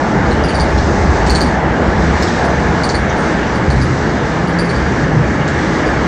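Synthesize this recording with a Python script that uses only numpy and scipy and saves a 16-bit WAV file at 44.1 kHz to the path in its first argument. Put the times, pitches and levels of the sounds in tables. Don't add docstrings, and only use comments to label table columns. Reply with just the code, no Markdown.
import sys
import numpy as np
from scipy import signal
from scipy.fft import rfft, irfft, next_fast_len
from scipy.io import wavfile
from scipy.ndimage import uniform_filter1d

SR = 44100
rng = np.random.default_rng(int(sys.argv[2]) if len(sys.argv) > 2 else 0)


def store_wav(level_fs):
    pcm = np.round(np.clip(np.atleast_2d(level_fs), -1, 1) * 32767)
    wavfile.write(sys.argv[1], SR, pcm.T.astype(np.int16))


N = 267687

CROSSOVERS_HZ = [105, 145, 240, 600, 1000, 2400, 3700]
# frequency_hz, level_db (per Hz)
ROLLING_COLOUR = [(15, -20), (36, -18), (58, -1), (80, -3), (108, -12), (230, -7), (850, -13), (1020, -18),
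                  (2150, -24), (2550, -32), (6150, -36), (8000, -46), (8800, -57), (9800, -85)]
# centre_hz, width_hz, peak_db (over the colour)
CAR_RESONANCES = [(69, 14, 4), (129, 12, 3.5), (160, 16, 4), (188, 18, 3), (212, 10, 3), (325, 45, 4),
                  (410, 20, 3), (480, 16, 3), (870, 90, 3), (1700, 240, 5), (2850, 60, 5)]
# start_level_db, drift_db_per_s, waver_db (rms), boom_share, roar_share (of the swells)
ROLLING_PARTS = [(-20, 0, 0.04, 0.72, 0.65), (-27, 0.55, -2, 0.11, -1.1), (-20.5, -0.74, 0.7, -0.17, 1),
                 (-19, -0.2452, 0.1, 0.016, 0.48), (-20, -1.48, -0.1, -0.24, 0.96),
                 (-22, -0.16, 0.1, -0.1, 0.6), (-38, -0.09, 1, -0.08, 0.75),
                 (-36, -0.34, 1.8, -0.046, 0.51)]
WAVER_HZ = (.6, 8)
# time_s, level_db
BOOM_SWELL = [(0, -13), (.15, 1.5), (.55, 5.5), (0.76, 4.5), (1.22, 6.5), (1.65, -4), (2.15, 5.5),
              (2.45, -5.5), (2.75, -3.5), (3.08, -2.5), (3.5, -4), (3.85, 2.5), (4.2, -9.5), (4.5, -7),
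              (4.72, 0), (4.9, -5), (5.2, 0.5), (5.6, -6.5), (6.07, -4)]
# time_s, level_db
ROAR_SWELL = [(0, -2.5), (.35, 1), (.8, -1), (1.25, 3), (1.6, -0.5), (2.05, 2), (2.3, 1.5), (2.85, 0.5),
              (3.15, 1), (3.5, 0.3), (3.852, 0), (4.2, -1.5), (4.5, -1.5), (4.9, 0.5), (5.1, -0.5),
              (5.7, 1.5), (6.07, 2.5)]
# start_s, level_db, pitch_hz, overtone_db, scrape_db (last two relative to level_db)
SQUEAKS = [(0.2626, -34, 4650, -37, -12), (0.311, -21.5, 4220, -15, -12), (0.4385, -19.5, 4770, -14, -15),
           (0.4854, -19.5, 4570, -13, -8), (0.546, -18.5, 4640, -12, -12), (0.599, -14, 4550, -15.5, -9),
           (0.6953, -31, 4560, -19, -7), (1.297, -10.5, 4410, -15, -8), (1.35, -9.5, 4370, -14, -8),
           (1.4073, -11, 4510, -17, -10.5), (1.458, -30, 4470, -11, -8), (2.443, -31, 4640, -8, -1),
           (2.835, -13, 4500, -15, -11), (2.8922, -15, 4450, -27, -9), (2.9454, -14.5, 4440, -14, -17),
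           (3.5502, -29, 4500, -14, -9), (3.7028, -21.5, 4370, -14, -6), (3.76, -29, 4230, -23, -3),
           (3.8152, -20, 4760, -15, -15), (4.4737, -27.5, 4660, -13, -9), (4.588, -16, 4650, -13.5, -13),
           (4.646, -28, 4560, -14, -9), (4.6927, -21, 4400, -13.5, -11), (4.746, -27, 4550, -25, -12),
           (4.754, -26, 4650, -28, -6), (5.863, -27.5, 4650, -25, -4)]
# start_s, peak_db (before the echoes), centre_hz, half_width_hz, decay_s
TICKS = [(0.438, -21, 5340, 900, 0.0022), (0.505, -25, 2770, 450, 0.013), (0.59, -23, 5500, 2000, 0.0023),
         (0.78, -16, 4300, 2000, .002), (1.265, -14.5, 5070, 2640, 0.0099),
         (2.225, -10.5, 5350, 1960, 0.00089), (2.2255, -20, 4900, 600, .003),
         (2.277, -18.5, 4930, 1990, 0.0042), (2.383, -22, 4330, 2010, .004),
         (2.501, -29.5, 6100, 600, .004), (2.8912, -10, 5900, 1300, 0.0003), (3.096, -22, 6060, 600, 0.006),
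         (3.108, -27, 3300, 500, .006), (3.17, -41, 8570, 500, 0.056), (5.409, -27, 2870, 302, 0.005),
         (5.479, -16, 5540, 1940, 0.002)]
# delay_s, level_db, treble_level_db
ECHOES = [(0, 0, -4), (.0027, -13, -6), (.0067, 1, -5), (.0078, -14, 0), (.0088, -9, -1), (.011, -8, -5),
          (.0123, -7, -8), (.0172, -7, -4), (.0185, -12, -2), (.0205, -14, -5), (.0265, -12, -9),
          (.03, -12, -9)]
# start_s, level_db (before the echoes), pitch_hz
SNAPS = [(1.298, -36, 13500), (1.4085, -37, 13600), (2.221, -40, 13300), (2.836, -47, 13300),
         (4.589, -51, 13900)]
# middle_s, level_db (rms at the top of the swell), pitch_hz, half_length_s
HUMS = [(2.07, -18.5, 159.8, 0.17), (2.7, -21.5, 164.3, 0.24), (3.78, -17.5, 128.5, 0.26),
        (4.38, -19.5, 160.4, 0.11), (4.48, -20.5, 183, .12), (4.6, -16.5, 168.1, .17),
        (4.719, -22, 124.4, 0.19), (5.14, -15.5, 158.8, 0.19), (5.46, -21, 151.9, .2)]

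SCRAPE_HZ, SCRAPE_HALF_WIDTH_HZ, SCRAPE_DECAY_S = 5020, 2870, 0.021
DULL_HZ, EDGE_HZ = 10449, 14960


def gain_of(db):
    return 10 ** (np.asarray(db) / 20)


def evened(x):
    return x / np.sqrt(np.mean(x ** 2) + 1e-20)


def add(mix, start_s, sound):
    part = mix[round(start_s * SR):][:len(sound)]
    part += sound[:len(part)]


def low_pass(edge_hz):
    return signal.firwin(511, edge_hz, window=("kaiser", 9), fs=SR)


def high_pass(edge_hz):
    return signal.firwin(63, edge_hz, pass_zero=False, fs=SR)


def waver(t):
    rates_hz = np.geomspace(*WAVER_HZ, 16)
    return evened(sum(np.sin(2 * np.pi * (hz * t + rng.random())) / np.sqrt(hz) for hz in rates_hz))


def rolling_levels():
    t = np.arange(0, N + 256, 256) / SR
    boom = np.interp(t, *np.transpose(BOOM_SWELL))
    roar = np.interp(t, *np.transpose(ROAR_SWELL))
    levels_db = []
    for start_db, drift, waver_db, boom_share, roar_share in ROLLING_PARTS:
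        swell_db = boom_share * boom + roar_share * roar
        levels_db.append(start_db + drift * t + waver_db * waver(t) + swell_db)
    return t, levels_db


def rolling():
    size = next_fast_len(N)
    hz = np.fft.rfftfreq(size, 1 / SR)
    colour_hz, colour_db = np.transpose(ROLLING_COLOUR)
    slope_db = np.interp(np.log(hz + 1), np.log(colour_hz + 1), colour_db, right=-140)
    spectrum = rfft(rng.standard_normal(size)) * gain_of(slope_db)
    for centre_hz, width_hz, peak_db in CAR_RESONANCES:
        spectrum = spectrum * gain_of(peak_db / (1 + (2 * (hz - centre_hz) / width_hz) ** 2))
    below = [0 * hz] + [1 / (1 + (hz / edge) ** 12) for edge in CROSSOVERS_HZ] + [0 * hz + 1]
    level_t, levels_db = rolling_levels()
    t, out = np.arange(N) / SR, np.zeros(N)
    for share, level_db in zip(np.diff(below, axis=0), levels_db):
        part = evened(irfft(spectrum * share, size)[:N])
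        out += part * gain_of(np.interp(t, level_t, level_db))
    return out


def patchy(x, depth_db=1.1):
    spectra = signal.stft(x, nperseg=1024, noverlap=768)[2]
    patches = rng.standard_normal(spectra.shape)
    patches = uniform_filter1d(patches, size=9, axis=0)
    patches = uniform_filter1d(patches, size=20, axis=1)
    return signal.istft(spectra * gain_of(depth_db * evened(patches)), nperseg=1024, noverlap=768)[1][:N]


def puff(hz, half_width_hz, decay_s):
    t = np.arange(4096) / SR
    burst = rng.choice([-1., 1.], len(t)) * np.exp(-t / decay_s)
    burst[0] = 6
    edges_hz = [max(hz - half_width_hz, 200), hz + half_width_hz]
    band = signal.butter(6, edges_hz, "bandpass", fs=SR, output="sos")
    sound = signal.sosfilt(band, burst)
    return sound / abs(sound).max()


def squeaks(length_s=0.003, sag=0.04, ring_db=-34, ring_s=0.006, click_db=3):
    out, t = np.zeros(N), np.arange(2048) / SR
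    along = np.clip(t / length_s, 0, 1)
    ring = gain_of(ring_db) * along * np.exp(-t / ring_s)
    swell = np.sin(np.pi * along) ** 2 + ring
    for start_s, db, hz, overtone_db, scrape_db in SQUEAKS:
        phase = 2 * np.pi * np.cumsum(hz * (1 + sag * (.5 - along))) / SR
        tone = np.sin(phase) + gain_of(overtone_db) * np.sin(2 * phase)
        scrape = puff(SCRAPE_HZ, SCRAPE_HALF_WIDTH_HZ, SCRAPE_DECAY_S)
        click = puff(6000, 1300, 0.00055)
        add(out, start_s, gain_of(db) * swell * tone)
        add(out, start_s, gain_of(db + scrape_db) * scrape)
        add(out, start_s, gain_of(db + scrape_db + click_db) * click)
    return out


def ticks():
    out = np.zeros(N)
    for start_s, db, hz, half_width_hz, decay_s in TICKS:
        add(out, start_s, gain_of(db) * puff(hz, half_width_hz, max(decay_s, .0003)))
    return out


def wall_echoes(low_x, treble):
    low_taps, treble_taps = np.zeros((2, SR // 10))
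    for delay_s, db, treble_db in ECHOES:
        low_taps[round(delay_s * SR)] += gain_of(db)
        treble_taps[round(delay_s * SR)] += gain_of(treble_db)
    return (signal.oaconvolve(low_x, low_taps) + signal.oaconvolve(treble, treble_taps))[:N]


def sparse_tail(t60_s, build_up_s=.014, spacing=20):
    at = np.arange(0, SR // 2, spacing)
    at = at + rng.integers(0, spacing, len(at))
    tap_s = at / SR
    tail = np.zeros(SR // 2 + spacing)
    decay = gain_of(-60 * tap_s / t60_s)
    tail[at] = rng.choice([-1., 1.], len(at)) * decay * np.clip(tap_s / build_up_s, 0, 1) ** 2
    return tail / np.linalg.norm(tail)


def car(x, tail_db=-4, t60_s=.28, treble_hz=7800, shift_hz=6.3,
        treble_tail_db=5, upper_hz=5500, upper_db=-7):
    treble = signal.oaconvolve(x, high_pass(treble_hz), "same")
    upper = signal.oaconvolve(x - treble, high_pass(upper_hz), "same")
    unreturned = (1 - gain_of(upper_db)) * upper
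    out = unreturned + wall_echoes(x - treble - unreturned, treble)
    into_tails = x + (gain_of(treble_tail_db) - 1) * treble
    for k in range(3):
        tail = sparse_tail(t60_s) * gain_of(tail_db)
        share = np.sqrt(2 / 3) * np.cos(2 * np.pi * (shift_hz * np.arange(N) / SR + k / 3))
        out += signal.oaconvolve(into_tails * share, tail)[:N]
    return out


def snaps(length_s=0.0025, air_db=-2, latest_s=.012):
    out, t = np.zeros(N), np.arange(0, length_s, 1 / SR)
    for start_s, db, hz in SNAPS:
        partial = np.sin(np.pi * t / length_s) ** 2 * np.sin(2 * np.pi * hz * t)
        air = gain_of(air_db) * puff(11300, 800, .002)
        for delay_s, _, treble_db in ECHOES:
            if 0 < delay_s < latest_s:
                add(out, start_s + delay_s, gain_of(db + treble_db) * partial)
                add(out, start_s + delay_s, gain_of(db + treble_db) * air)
    return out


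def hums(wobble=0.021):
    out = np.zeros(N)
    for middle_s, db, hz, half_s in HUMS:
        t = np.arange(0, 2 * half_s, 1 / SR)
        phase = 2 * np.pi * (np.cumsum(hz * (1 + wobble * waver(t))) / SR + rng.random())
        swell = np.sin(np.pi * t / (2 * half_s)) ** 2
        add(out, middle_s - half_s, np.sqrt(2) * gain_of(db) * swell * np.sin(phase))
    return out


def scene():
    train = patchy(rolling())
    fittings = signal.oaconvolve(car(squeaks() + ticks()), low_pass(DULL_HZ), "same")
    return (train + fittings + snaps() + hums())[None]


def record(dry):
    rounding = 1.3 * np.tanh(dry / 1.3) - dry
    soft = dry + signal.oaconvolve(rounding, low_pass(8500)[None], "same")
    return signal.oaconvolve(soft, low_pass(EDGE_HZ)[None], "same")


dry = scene()
out = record(dry)
store_wav(out)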